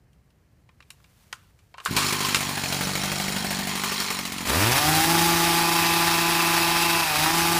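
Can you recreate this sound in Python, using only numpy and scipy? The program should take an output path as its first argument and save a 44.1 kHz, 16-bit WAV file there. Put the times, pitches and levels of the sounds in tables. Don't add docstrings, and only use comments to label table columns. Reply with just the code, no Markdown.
import sys
import numpy as np
from scipy import signal
from scipy.fft import rfft, irfft, next_fast_len
from scipy.io import wavfile
from scipy.ndimage import uniform_filter1d

SR = 44100
rng = np.random.default_rng(int(sys.argv[2]) if len(sys.argv) > 2 else 0)


def master(y):
    cut = np.clip(np.atleast_2d(y).T, -1, 1)
    pcm = np.round(cut * 32767)
    wavfile.write(sys.argv[1], SR, pcm.astype(np.int16))


N = 334719
TIME = np.arange(N) / SR


def amp(db):
    return np.exp(np.asarray(db) * np.log(10) / 20)


def unit(x):
    return x / np.sqrt(np.mean(x ** 2) + 1e-20)


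def eq_db(curve, hz):
    f, db = np.transpose(curve)
    return np.interp(np.log(hz + 1), np.log(f + 1), db)


def colour(x, curve):
    db = np.maximum(eq_db(curve, abs(np.fft.fftfreq(8192, 1 / SR))), -100)
    response = np.exp(np.conj(signal.hilbert(np.log(amp(db)))))
    return signal.oaconvolve(x, np.fft.ifft(response).real[:4096])[:N]


def resonance(hz, centre_hz, width_hz):
    return 1 / (1 + np.square((2 * (hz - centre_hz) / width_hz) ** 2))


def fader(rows, column, fade_s=0.012):
    rows = np.array(rows)
    inside = np.clip(1 + np.minimum(TIME - rows[0, 0], rows[-1, 0] - TIME) / fade_s, 0, 1)
    return amp(np.interp(TIME, rows[:, 0], rows[:, column])) * inside


def wander(hz):
    size = next_fast_len(N)
    lowpass = 1 / (1 + (np.fft.rfftfreq(size, 1 / SR) / hz) ** 4)
    return unit(irfft(rfft(rng.standard_normal(size)) * lowpass, size)[:N])


def grains(per_s, spread_db):
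    size = amp(spread_db * np.minimum(rng.exponential(1, N), 4))
    return unit(size * rng.choice([-1., 1.], N) * (rng.random(N) < per_s / SR))


def strikes(times, sizes):
    out = np.zeros(N)
    np.add.at(out, np.clip(np.round(times * SR).astype(int), 0, N - 1), sizes)
    return out


def die_away(x, seconds):
    return signal.lfilter([1], [1, -np.exp(-1 / (seconds * SR))], x)


def delayed(x, seconds):
    return np.interp(TIME - seconds, TIME, x)


# f/Hz, level/dB
AIR_EQ = [(12, -53), (20, -26), (59, -1), (101, -2.5), (133, -2.5), (259, -16), (1500, -31), (1630, -28.5),
          (3080, -36.5), (3640, -45), (3960, -38.5), (15500, -50)]
# f/Hz, level/dB
RUSTLE_EQ = [(290, -29), (500, -5), (611, -11), (676, -8), (1250, -9), (2430, -10), (15500, -16)]
# t/s, level/dB
RUSTLE_FADER = [(0.0, -78.5), (0.736, -76), (0.932, -69), (1.24, -63), (1.586, -71), (1.798, -73),
                (1.85, -46)]

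def garden():
    air = unit(colour(rng.standard_normal(N), AIR_EQ)) * amp(-60 + 0.5 * wander(24))
    rustle = unit(colour(grains(5000, 1.3), RUSTLE_EQ)) * amp(0.77 * wander(28))
    return air + rustle * fader(RUSTLE_FADER, column=1)


# f/Hz, width/Hz, level/dB
HOUSING_MODES = [(440, 440, -11), (1050, 170, 1.5), (1340, 410, 2), (1700, 900, -1.5), (2400, 260, -2),
                 (2760, 210, 1), (3780, 1470, -5), (5500, 1150, -6.5), (7200, 2300, -11),
                 (12000, 4700, -21.5)]
# t/s, relative level/dB, tilt/dB per octave, chatter t60/s, ring of the struck part/Hz
KNOCK_CUES = [(.131, -56, 6, .04, 3200), (.303, -56, 1, .05, 3200), (.690, -42.5, -6.5, .056, 2200),
              (0.804, -36.5, -4, .023, 2500), (0.825, -42, -2, .04, 2400), (.904, -28.5, 3.5, 0.022, 2570),
              (1.001, -50, -5, .03, 2400), (1.042, -43.5, -2, .04, 2350), (1.327, -18.5, -1.5, 0.016, 1420),
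              (1.589, -48.5, 1, 0.14, 2300), (1.741, -32.5, -7.5, 0.064, 1000), (1.774, -46, 3, .06, 2400),
              (1.781, -26.5, -4, 0.11, 1050), (1.801, -28.5, -3.5, 0.088, 1050),
              (1.851, -19, 11, 0.16, 7100), (1.859, -8.5, -3, 0.16, 1550), (1.965, -9, 1, 0.61, 1060),
              (2.128, -14, 5, 0.059, 2400), (2.248, -12, 3, 0.34, 1100), (2.346, -3, 2, 0.11, 2100),
              (2.357, -11, 3, .04, 5400), (2.64, -18, 1, .03, 2400), (4.381, -18, 2.5, .14, 2490)]

def knocks():
    out, t = np.zeros(N), np.arange(8192) / SR
    hz = np.fft.rfftfreq(len(t), 1 / SR)
    body = sum((-1) ** k * amp(db) / (1 + 2j * (hz - f) / width)
               for k, (f, width, db) in enumerate(HOUSING_MODES))
    body *= hz ** 2 / (hz ** 2 + 450 ** 2)
    for start, db, tilt_db, t60, ring_hz in KNOCK_CUES:
        contact = np.exp(-t / 0.0038)
        chatter = min(t60 / 0.23, 1) * amp(-60 * t / t60)
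        tail = 0.023 * amp(-60 * t / 0.59)
        force = rng.standard_normal(len(t)) * (contact + chatter + tail)
        struck_part = 1 + 1.3 / (1 + 2j * (hz - ring_hz) / 300)
        tilt = amp(tilt_db * np.log2((hz + 300) / 2500))
        ring = irfft(rfft(force) * body * struck_part * tilt)
        at = round(start * SR)
        out[at:at + len(t)] += amp(db - 11.5) * ring / ring[:256].std()
    return out


# t/s, accent/dB
IDLE_POPS = [(1.91, -4), (1.965, -0.5), (2.044, -7), (2.406, -3), (2.636, -6.5), (2.724, -2), (2.871, -8),
             (3.506, -1), (3.836, -1), (4.103, -1.5), (4.252, 0), (4.32, -1.5), (4.406, -4), (4.495, 2)]
TURN_S, TURNS_PER_FIRING, FIRING_DB = .0205, 4, -3

def idle_turns():
    rows = []
    for (start, pop_db), (end, _) in zip(IDLE_POPS, IDLE_POPS[1:]):
        count = round((end - start) / TURN_S)
        for k in range(count):
            hard = k % TURNS_PER_FIRING == 0 and k < count - 1
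            rows.append((start + (end - start) * k / count, hard, FIRING_DB if k else pop_db))
    last_s, last_db = IDLE_POPS[-1]
    times, hard, accent_db = np.transpose(rows + [(last_s, True, last_db)])
    return times, hard > 0, accent_db


def lulls():
    gaps = [np.where(TIME < s, s - TIME, np.inf) for s, db in IDLE_POPS[:-1] if db > FIRING_DB + 1]
    return amp(-2 * sum(np.exp(-gap / .035) for gap in gaps))


# t/s, ground delay/ms, wall delay/ms
ECHO_DELAYS = [(1.9, 0.87, 7.7), (2.3, 0.79, 8), (2.65, 1.3, 7.4), (2.95, 1.5, 6.5), (3.4, 1.36, 4.82),
               (3.9, 0.77, 4.8), (4.5, 0.97, 3.8)]

def echo(x, surface):
    when, ground_ms, wall_ms = np.transpose(ECHO_DELAYS)
    delay_ms = {"ground": ground_ms, "wall": wall_ms}[surface]
    return delayed(x, np.interp(TIME, when, delay_ms) / 1000)


# f/Hz, level/dB
THUMP_EQ = [(30, -42), (60, -0.5), (100, -2.5), (140, -1), (190, 5.5), (250, -1), (350, -1), (450, -8.5),
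            (700, -32), (2000, -34)]

def muffler_thumps(times, hard, running):
    puffs = colour(strikes(times, -amp(np.where(hard, 1.5, -1.5))), THUMP_EQ)
    thumps = puffs + .55 * echo(puffs, "wall")
    bed = unit(colour(rng.standard_normal(N), THUMP_EQ))
    return thumps / thumps[running].std() + amp(-9) * bed


# f/Hz, level/dB
BLADE_MODES = [(1040, -4.5), (1850, -1), (2190, -0.5), (2500, -2), (2710, -8.5), (3230, -0.5), (3780, -0.5),
               (4010, 1.5), (4370, 0), (4790, -1), (5480, 2), (6130, 2.5), (6950, 0), (7760, 0.5),
               (8300, -2.5), (9560, 4.5), (10000, 2.5), (11110, 5.5)]

def blade_tinks(per_s, width_hz, spread_db):
    t, out = np.arange(2500) / SR, np.zeros(N)
    for hz, db in BLADE_MODES:
        position, strength, chance = rng.random((1500, 3)).T
        sizes = amp(spread_db * np.minimum(-np.log(1 - strength), 4))
        lands = chance < per_s * N / SR / len(chance)
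        ring = amp(db) * np.sin(2 * np.pi * hz * t) * np.exp(-np.pi * width_hz * t)
        out += signal.oaconvolve(strikes(position * N / SR, sizes * lands), ring)[:N]
    return unit(delayed(out, .0004 * wander(6)))


# f/Hz, level/dB
CASING_EQ = [(240, -34.5), (400, 0), (550, -8.5), (760, -1.5), (1020, -0.5), (1380, -3.5), (1800, -2),
             (2400, -3), (2960, -5), (3200, -4), (4200, -17.5), (7000, -96)]
# f/Hz, level/dB
JINGLE_EQ = [(1650, -33), (2800, -17.5), (3210, -7.5), (3500, -7.5), (3920, -0.5), (4330, 0.5), (4690, -3),
             (5220, -1.5), (6420, -7.5), (6950, -2), (7570, -8), (9590, -8), (11800, -16), (14700, -14.5),
             (15500, -7.5)]

def rattle(times, jolt_db, running):
    shake = .6 + die_away(strikes(times + .001, amp(jolt_db)), .009)
    shake *= lulls() / np.sqrt(np.mean(shake[running] ** 2))
    ringing = amp(-7.5) * blade_tinks(per_s=35, width_hz=70, spread_db=2.5)
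    casing = unit(colour(grains(5000, 3.0) + ringing, CASING_EQ))
    jingle = unit(colour(grains(2600, 2.6) + ringing, JINGLE_EQ))
    return (amp(-2) * casing + amp(-0.6) * jingle) * shake


# f/Hz, level/dB
CRACK_EQ = [(100, -30), (300, -9.5), (600, 1.5), (1000, -4.5), (2500, -2), (5000, -11), (15000, -13)]

def exhaust_cracks(times, accent_db):
    envelope = die_away(strikes(times, amp(accent_db)), 0.023)
    return unit(colour(rng.standard_normal(N), CRACK_EQ)) * envelope


# t/s, thump level/dB, rattle and crack level/dB
IDLE_FADERS = [(1.89, -29, -40.5), (1.97, -31, -27.5), (2.2, -33.5, -29.5), (2.6, -33, -32),
               (2.72, -29.5, -30), (3.6, -32, -32), (4.05, -40, -29.5), (4.35, -36.5, -37), (4.5, -32, -34)]

def idle():
    times, hard, accent_db = idle_turns()
    fired = times[hard]
    running = (TIME > fired[0]) & (TIME < fired[-1])
    jolt_spread, jitter = rng.uniform(-1, 1, (2, len(times)))
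    times = times + .0009 * jitter * ~hard
    jolt_db = np.where(hard, accent_db + 1, -5 + 3 * jolt_spread)
    thumps = amp(-2.5) * muffler_thumps(times, hard, running)
    bite = rattle(times, jolt_db, running) + amp(6) * exhaust_cracks(fired, accent_db[hard])
    direct = thumps * fader(IDLE_FADERS, column=1) + bite * fader(IDLE_FADERS, column=2)
    return direct + .45 * echo(uniform_filter1d(direct, size=15), "ground")


# t/s, height/0-1
SWEEP = [(4.5, 0.24), (4.78, 0.5), (4.88, 0), (5.25, 0.1), (5.7, 0.71), (6.9, 1), (7.28, 0.6), (7.44, 0.56),
         (7.59, 0.38)]

def height():
    return np.interp(TIME, *np.transpose(SWEEP))


# t/s, engine effort/dB
EFFORT = [(4.46, -20), (4.5, -3), (4.7, 1.5), (5.4, 0.5), (6.959, 0), (7.08, -5.5), (7.201, 0.5),
          (7.59, -0.5)]
LAYERS = {"boom": (0, -6.5, 1), "hum": (0, -3.5, 1.9), "lower pipe": (-24, -5.5, 0.74),
          "upper pipe": (-27.5, 0, 1), "roar": (-29.5, 0, 0.42), "clatter": (-25.5, 0, 0.46),
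          "sizzle": (-27, -2.5, 0.47), "sing": (-29.5, 0, 0)}

def layer_gain(name):
    low_db, raised_db, per_effort = LAYERS[name]
    when, effort_db = np.transpose(EFFORT)
    opened = np.clip(1 + (TIME - when[0]) / 0.019, 0, 1)
    return opened * amp(low_db + raised_db * height() + per_effort * np.interp(TIME, when, effort_db))


# f/Hz, level/dB
BOOM_EQ = [(60, -32), (86, -20.5), (122, -24), (137, -30), (146, -41), (154, -27), (159, -29), (161.5, -41),
           (166, -28)]
# f/Hz, level/dB
HUM_EQ = [(120, -28), (200, -31.5), (290, -36.5), (320, -29.5), (338, -27)]

def muffler_drone(hz, angle, stroke):
    boom = np.cos(angle) * (1 + 0.092 * wander(90)) * amp(eq_db(BOOM_EQ, hz))
    hum = np.cos(2 * angle) + amp(7.5) * np.cos(3 * angle) * resonance(3 * hz, 305, 194)
    hum *= (1 + 0.39 * stroke + 0.17 * wander(94)) * amp(eq_db(HUM_EQ, 2 * hz))
    return amp(1.5) * boom * layer_gain("boom") + amp(0.7) * hum * layer_gain("hum")


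# f/Hz, level/dB
RASP_EQ = [(300, -7), (505, -12), (670, -7.5), (840, -42), (1010, -37), (1180, -4), (1350, -22),
           (1520, -16), (1850, -13), (2050, -14), (2400, -9.5), (2700, -9.5), (3200, -19.5), (5400, -14),
           (8000, -41)]

def pipe_bark(hz, angle, stroke):
    orders = {k: np.cos(k * angle + 2 * np.pi * rng.random()) for k in range(3, 36)}
    lower = sum(orders[k] * resonance(k * hz, 796, 125) for k in range(5, 13))
    lower *= layer_gain("lower pipe") * amp(38 * np.log2(hz / hz.max()))
    upper = sum(orders[k] * resonance(k * hz, 962, 105) for k in range(5, 16))
    upper *= layer_gain("upper pipe") * (0.11 + height())
    rasp = sum(amp(eq_db(RASP_EQ, k * hz)) * orders[k] for k in orders) * layer_gain("roar")
    flutter = 1 + 0.12 * stroke + 0.15 * wander(61)
    bark = (amp(2) * lower + amp(1.5) * upper + amp(-2) * rasp) * flutter
    pulling = np.clip((hz.max() - hz) / 30.2, 0, 1) ** 2 * (TIME > REVS[0][0])
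    return bark + amp(-42) * sum(orders[k] for k in range(3, 9)) * pulling


# f/Hz, level/dB
ROAR_EQ = [(200, -10), (400, -10), (560, -12), (700, 1.5), (820, 4.5), (1050, 2), (1400, 2), (1800, 1.5),
           (2300, -5), (4000, -40.5)]

def gas_roar(gate, surge):
    roar = unit(colour(rng.standard_normal(N) * gate * surge, ROAR_EQ))
    rumble_eq = [(25, -26), (55, -11), (80, 4), (105, 1.5), (140, -17), (270, 0), (500, -7.5),
                 (1500, -58)]
    rumble = unit(colour(rng.standard_normal(N), rumble_eq))
    return amp(1) * roar * layer_gain("roar") + amp(-36) * rumble * layer_gain("boom")


# f/Hz, level/dB
CLATTER_EQ = [(900, -25), (1700, -9.5), (2550, -2.5), (3250, -3), (3750, -1.5), (4250, -3.5), (4850, 1),
              (5450, -6), (5900, -20.5), (8000, -33)]
# f/Hz, level/dB
SIZZLE_EQ = [(3500, -15.5), (5800, -0.5), (6500, -0.5), (9500, -3), (11000, -2.5), (13000, -5), (15300, -4)]

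def blade_clatter(gate, surge):
    steel = grains(9000, 2.2) + amp(-8) * blade_tinks(per_s=160, width_hz=60, spread_db=1)
    steel *= surge * gate ** .2
    clatter = unit(colour(steel, CLATTER_EQ)) * layer_gain("clatter")
    sizzle = unit(colour(steel, SIZZLE_EQ)) * layer_gain("sizzle")
    return amp(-1.5) * clatter + amp(0.67) * sizzle


def blade_sing(surge):
    sing_eq = [(2000, -35), (2300, -9), (2440, -12), (2560, -1), (2700, -5), (2850, -26), (3300, -24)]
    sing = unit(colour(grains(2500, 4.0) * surge, sing_eq))
    pitch_ratio = 1 + .12 * (height() - .85)
    bent = np.interp(np.cumsum(pitch_ratio) / SR, TIME, sing)
    return bent * height() * layer_gain("sing")


# t/s, crank rate/Hz
REVS = [(4.5, 60.4), (4.6, 95.6), (4.7, 122.5), (4.8, 146.7), (4.89, 154.7), (5.03, 161.3), (5.11, 167.2),
        (5.33, 168.9), (5.7, 168.2), (6.7, 168.6), (6.81, 169.4), (7.01, 167.5), (7.13, 149.7),
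        (7.2, 152.9), (7.35, 167.5), (7.59, 169.8)]
TURNS_PER_STROKE = 6

def full_throttle():
    hz = np.interp(TIME, *np.transpose(REVS))
    turns = np.cumsum(hz) / SR
    stroke_angle = 2 * np.pi * turns / TURNS_PER_STROKE
    stroke = np.cos(stroke_angle)
    angle = 2 * np.pi * turns + .04 * np.sin(stroke_angle) + .035 * wander(60)
    exhaust = muffler_drone(hz, angle, stroke) + pipe_bark(hz, angle, stroke)
    gate = unit(.25 + np.exp(-(turns % 1) / .2))
    surge = 1 + 0.066 * stroke + 0.11 * wander(32)
    return exhaust + gas_roar(gate, surge) + blade_clatter(gate, surge) + blade_sing(surge)


def scatter(x):
    t = np.arange(SR // 4) / SR
    taps = rng.standard_normal(len(t)) * (rng.random(len(t)) < 2000 / SR)
    taps *= (t > .006) * amp(-60 * t / 0.091)
    wet = signal.oaconvolve(x, taps / np.linalg.norm(taps))[:N]
    return colour(wet, [(300, -17), (1200, 0.5), (2500, -7), (15000, 5.5)])


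def scene():
    trimmer = knocks() + idle() + full_throttle()
    return np.tile(trimmer + amp(-10) * scatter(trimmer) + garden(), (2, 1))


def record(dry):
    high_cut = signal.firwin(511, 15400, window=("kaiser", 9), fs=SR)
    return signal.oaconvolve(dry, high_cut[None], "same")


dry = scene()
out = record(dry)
master(out)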